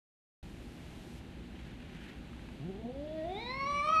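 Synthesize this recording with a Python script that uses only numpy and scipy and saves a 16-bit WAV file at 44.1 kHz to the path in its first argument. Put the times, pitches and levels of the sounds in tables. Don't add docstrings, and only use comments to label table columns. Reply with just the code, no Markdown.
import sys
import numpy as np
from scipy import signal
from scipy.fft import rfft, irfft, next_fast_len
from scipy.io import wavfile
from scipy.ndimage import map_coordinates

SR = 44100
rng = np.random.default_rng(int(sys.argv[2]) if len(sys.argv) > 2 else 0)


def file_out(sig):
    cols = np.atleast_2d(sig).T
    lim = np.clip(cols, -1, 1)
    pcm = np.round(lim * 32767).astype(np.int16)
    wavfile.write(sys.argv[1], SR, pcm)


N = 176400

# (frequency [Hz], relative density [dB])
RUMBLE_SPECTRUM = [(12, -15.5), (20, -12.5), (59, 6), (77, 3), (92, -7.5), (108, -6), (155, -2), (182, 0),
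                   (241, -2.5), (270, -5), (345, -6), (448, -15), (757, -42.5), (808, -34), (1000, -41),
                   (1300, -54.5), (2200, -120)]
RUMBLE_LEVEL_DB = -48.5
# (frequency [Hz], level [dB])
HUM_TONES = [(70.0, -70.5), (118.4, -60), (161.5, -61), (242.2, -59), (339.1, -68), (807.5, -74)]
HUM_GAIN_DB, HUM_PHASE_DRIFT_RAD = 0.5, 1.32
# (frequency [Hz], relative density [dB])
AIR_SPECTRUM = [(290, -30), (500, 0.5), (597, -1.5), (648, -2.5), (817, -3), (1160, -9.5), (1550, -7),
                (1800, -8), (2820, -7), (3610, -11.5), (4080, -12), (5290, -24), (6490, -23.5),
                (13000, -33.5)]
# (time [s], level [dB])
AIR_LEVEL_CURVE = [(.43, -58), (1.4, -59), (2.5, -58.5), (2.95, -60), (3.3, -57.5), (3.7, -59), (4, -56)]
AIR_DRIFT_DB = .5
# (frequency [Hz], relative density [dB])
HISS_SPECTRUM = [(2000, -9), (5000, -3.5), (9000, -7.5), (13000, -11)]
# (time [s], level [dB])
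HISS_LEVEL_CURVE = [(.43, -69), (.8, -68), (1.19, -65.5), (1.205, -75.5), (2.0, -80), (2.55, -73.5),
                    (2.85, -87), (3.2, -78), (4, -77)]

# (frequency [Hz], relative density [dB])
CLOTH_SPECTRUM = [(500, -11), (1100, -1.5), (1700, 8), (3000, 4), (5000, -10), (12000, -21)]
# (time [s], level [dB])
CLOTH_LEVEL_CURVE = [(1.45, -79), (1.6, -60.5), (1.8, -68.5), (1.95, -60.5), (2.08, -54.5), (2.16, -64),
                     (2.3, -76), (2.42, -87), (2.7, -86)]
CLOTH_GRAIN_DB, CLOTH_GRAIN_HZ = 3.3, 120
# (time [s], level [dB], centre [Hz])
HANDLING_TICKS = [(2.331, -51, 1400), (2.393, -47.5, 1900), (2.487, -43.5, 1260)]
TICK_T60_S, TICK_ATTACK_S, TICK_WIDTH_LOG_HZ = 0.022, 0.0015, 0.68

# (frequency [Hz], 60 dB decay time [s])
ROOM_T60 = [(200, 0.073), (700, 0.41), (1200, 0.96), (4000, 0.27), (10000, 0.047)]
REVERB_DB = -12

# (time [s], pitch [Hz])
GROWL_PITCH_CURVE = [(2.6, 131.2), (2.63, 139.7), (2.66, 174), (2.68, 184.2), (2.758, 196.2),
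                     (2.794, 217.9), (2.88, 242.2), (2.934, 265.3), (3.074, 307.2), (3.15, 317.1),
                     (3.23, 313.8)]
# (time [s], pitch [Hz])
YOWL_PITCH_CURVE = [(3.26, 337), (3.358, 400.6), (3.388, 438), (3.42, 465.7), (3.487, 498.4), (3.566, 541),
                    (3.643, 551.7), (3.689, 574.2), (3.78, 576.7), (3.826, 585.3), (3.852, 605.3),
                    (3.879, 615.6), (3.936, 645.2), (3.962, 633.3), (4.0, 632.3)]
# (time [s], fundamental level [dB], octave level [dB])
STRONG_PARTIALS = [(2.58, -40, -60), (2.62, -45, -49.5), (2.66, -41.5, -49.5), (2.69, -44, -43.5),
                   (2.73, -50.5, -50), (2.78, -49, -51.5), (2.8, -63, -48.5), (2.855, -43, -58),
                   (2.89, -43, -41), (2.92, -62, -51), (2.96, -49, -46.5), (3.03, -43.5, -41.5),
                   (3.09, -58.5, -48), (3.16, -47, -40.5), (3.23, -47.5, -38), (3.32, -44, -43),
                   (3.42, -51, -51), (3.52, -50.5, -44.5), (3.61, -51, -39), (3.7, -45.5, -38),
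                   (3.8, -45, -35), (3.843, -43.5, -29), (3.86, -44, -37.5), (3.875, -43, -32.5),
                   (3.908, -43.5, -32), (3.925, -43, -27), (3.97, -45.5, -26), (4.0, -43.5, -29.5)]
ONSET_S = 0.034
WEAK_PARTIALS_DB = [-27.5, -40]
GROWL_WEAK_BOOST_DB = 10
GROWL_FADE_START_S, GROWL_FADE_S = 2.87, 0.066
STRAIN_START_S, STRAIN_RISE_S = 3.26, .15

# (time [s], low [Hz], level [dB], middle [Hz], level [dB], high [Hz], level [dB], valley level [dB])
THROAT_SHAPE = [(2.65, 1870, -89, 3400, -106, 4600, -95, -81),
                (3.12, 1820, -76, 3500, -68.5, 4530, -85, -89),
                (3.18, 1906, -64.5, 3424, -76, 4540, -83, -78),
                (3.28, 2050, -65, 3560, -63, 4700, -85, -91), (3.36, 2210, -54, 3620, -51, 5000, -76, -74),
                (3.43, 2159, -45.5, 3936, -46, 5070, -73, -76),
                (3.52, 2240, -40.5, 4013, -45, 5390, -68, -74.5),
                (3.62, 2325, -38, 4170, -52, 5420, -61.5, -74),
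                (3.72, 2406, -44, 4320, -55, 5765, -60, -60),
                (3.8, 2460, -35, 4250, -53.5, 5720, -65.5, -58.5),
                (3.88, 2550, -51, 4124, -57, 5700, -58.5, -56.5),
                (3.96, 2550, -40, 4360, -57, 5904, -58, -55.5), (4.0, 2540, -37, 4400, -52, 5750, -68, -66)]
THROAT_WIDTH_HZ = 540
# (frequency [Hz], relative gain [dB])
VALLEY_SPECTRUM = [(900, 2.5), (1500, -14.5), (3000, -1.5), (3800, -2.5), (4800, -12.5), (6000, -10),
                   (7000, -36), (8050, -15), (8650, -22.5), (9250, -17), (11000, -45.5)]
# (time [s], level [dB])
NASAL_LEVEL_CURVE = [(2.6, -60), (2.7, -67), (2.78, -68), (2.84, -48.5), (2.92, -63.5), (3.05, -72)]
NASAL_HZ, NASAL_WIDTH_HZ = 720, 230
# (frequency [Hz], relative density [dB])
TURBULENCE_SPECTRUM = [(1500, -11.5), (2300, -11), (4200, -3), (5000, -11), (5700, 10), (7000, -19),
                       (9000, -2), (10500, -16), (13000, -18)]
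TURBULENCE_RE_VALLEY_DB = -14

JITTER_RATIO, GROWL_JITTER_RATIO, STRAIN_JITTER_RATIO, JITTER_HZ = .0025, 0.014, .0015, 100
SHIMMER_DB, GROWL_SHIMMER_DB, STRAIN_SHIMMER_DB, SHIMMER_HZ = .7, 1.0, .7, 70
FLICKER_DB, FLICKER_HZ = 3, 18
RASP_DB = -26
FLUTTER_CENTRE_S, FLUTTER_SPREAD_S, FLUTTER_HZ, FLUTTER_DEPTH_RATIO = 3.885, .04, 72.4, 0.28

START_S, FADE_IN_S, FADE_OUT_S = 0.4276, .001, .004
BAND_LIMIT_HZ = 13150


def amp(db):
    return 10 ** (np.asarray(db) / 20)


def unit(x):
    return x / np.sqrt(np.mean(x ** 2) + 1e-20)


def along(points, hz):
    point_hz, values = np.transpose(points)
    return np.interp(np.log(hz + 1), np.log(point_hz + 1), values)


def curves(rows):
    time_s, *columns = np.transpose(rows)
    return [np.interp(np.arange(N) / SR, time_s, column) for column in columns]


def ramp(start_s, length_s):
    return np.clip((np.arange(N) / SR - start_s) / length_s, 0, 1)


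def wobble(rate_hz):
    return map_coordinates(rng.standard_normal(N // 8), [np.arange(N) * rate_hz / SR], mode="wrap")


def filtered(x, response):
    size = next_fast_len(N + SR // 2)
    return irfft(rfft(x, size) * response(np.fft.rfftfreq(size, 1 / SR)), size)[:N]


def noise(spectrum):
    return unit(filtered(rng.standard_normal(N), lambda hz: amp(along(spectrum, hz))))


def appliance_hum():
    t = np.arange(N) / SR
    hum = np.zeros(N)
    for hz, db in HUM_TONES:
        phase = 2 * np.pi * hz * t + HUM_PHASE_DRIFT_RAD * wobble(4.973)
        hum += amp(db) * np.sqrt(2) * np.sin(phase)
    return amp(HUM_GAIN_DB) * hum


def room_tone():
    air_db, = curves(AIR_LEVEL_CURVE)
    hiss_db, = curves(HISS_LEVEL_CURVE)
    rumble = amp(RUMBLE_LEVEL_DB) * noise(RUMBLE_SPECTRUM)
    air = amp(air_db + AIR_DRIFT_DB * wobble(4.4)) * noise(AIR_SPECTRUM)
    hiss = amp(hiss_db) * noise(HISS_SPECTRUM)
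    return rumble + appliance_hum() + air + hiss


def kitchen_reverb(x):
    hz, t, bins = signal.stft(rng.standard_normal(SR // 2), SR, nperseg=256)
    decay = amp(-60 * t / along(ROOM_T60, hz)[:, None])
    tail = signal.istft(bins * decay, SR, nperseg=256)[1]
    impulse = np.pad(tail, (SR // 200, 0)) / np.linalg.norm(tail)
    return signal.fftconvolve(x, impulse)[:N]


def cloth():
    level_db, = curves(CLOTH_LEVEL_CURVE)
    return amp(level_db + CLOTH_GRAIN_DB * wobble(CLOTH_GRAIN_HZ)) * noise(CLOTH_SPECTRUM)


def handling_ticks():
    out = np.zeros(N)
    for start_s, db, centre_hz in HANDLING_TICKS:
        def band(hz):
            return 1 / (1 + (np.log((hz + 1) / centre_hz) / TICK_WIDTH_LOG_HZ) ** 2) ** 2
        age_s = np.maximum(np.arange(N) / SR - start_s, 0)
        body = unit(filtered(rng.standard_normal(N), band))
        out += amp(db - 60 * age_s / TICK_T60_S) * ramp(start_s, TICK_ATTACK_S) * body
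    return out


def resonance(hz, centre_hz, width_hz):
    return 1 / (1 + (2 * (hz - centre_hz) / width_hz) ** 2) ** 2


def throat(hz, shape):
    *peaks, valley_db = shape
    gain = amp(valley_db + along(VALLEY_SPECTRUM, hz))
    for centre_hz, db in zip(peaks[::2], peaks[1::2]):
        gain += amp(db) * resonance(hz, centre_hz, THROAT_WIDTH_HZ)
    return gain


def flutter():
    t = np.arange(N) / SR - FLUTTER_CENTRE_S
    envelope = np.exp(-(t / FLUTTER_SPREAD_S) ** 2)
    return 1 + FLUTTER_DEPTH_RATIO * envelope * np.sin(2 * np.pi * FLUTTER_HZ * t)


def cat(partial_count=18):
    pitch_hz, = curves(np.vstack([GROWL_PITCH_CURVE, YOWL_PITCH_CURVE]))
    first_db, octave_db = curves(STRONG_PARTIALS)
    nasal_db, = curves(NASAL_LEVEL_CURVE)
    shape = curves(THROAT_SHAPE)
    growl = 1 - ramp(GROWL_FADE_START_S, GROWL_FADE_S)
    strain = ramp(STRAIN_START_S, STRAIN_RISE_S)

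    jitter = JITTER_RATIO + GROWL_JITTER_RATIO * growl + STRAIN_JITTER_RATIO * strain
    phase = 2 * np.pi * np.cumsum(pitch_hz * (1 + jitter * wobble(JITTER_HZ))) / SR

    voice = amp(first_db) * np.sin(phase) + amp(octave_db) * np.sin(2 * phase)
    orders = np.arange(3, partial_count + 1)
    for k, weak_db in zip(orders, WEAK_PARTIALS_DB):
        voice += amp(octave_db + weak_db + GROWL_WEAK_BOOST_DB * growl) * np.sin(k * phase)
    for k in orders:
        nasal = amp(nasal_db) * resonance(k * pitch_hz, NASAL_HZ, NASAL_WIDTH_HZ)
        gain = throat(k * pitch_hz, shape) + nasal
        rasp = wobble(550) * np.cos(k * phase) + wobble(500) * np.sin(k * phase)
        flicker = amp(FLICKER_DB * wobble(FLICKER_HZ))
        voice += gain * flicker * (np.sin(k * phase) + amp(RASP_DB) * rasp)

    pulse = (1 + np.cos(phase)) / 2
    voice += amp(shape[-1] + TURBULENCE_RE_VALLEY_DB) * noise(TURBULENCE_SPECTRUM) * pulse

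    shimmer_db = SHIMMER_DB + GROWL_SHIMMER_DB * growl + STRAIN_SHIMMER_DB * strain
    shimmer = amp(shimmer_db * wobble(SHIMMER_HZ))
    onset = ramp(STRONG_PARTIALS[0][0], ONSET_S)
    return np.sqrt(2) * voice * shimmer * onset * flutter()


def scene():
    voice = cat()
    reverb = amp(REVERB_DB) * kitchen_reverb(voice)
    return (voice + reverb + room_tone() + cloth() + handling_ticks())[None]


def record(dry):
    gate = ramp(START_S, FADE_IN_S) * ramp(0, FADE_OUT_S)[::-1]
    low_pass = signal.ellip(12, .1, 80, BAND_LIMIT_HZ, fs=SR, output="sos")
    return signal.sosfilt(low_pass, dry * gate)


dry = scene()
out = record(dry)
file_out(out)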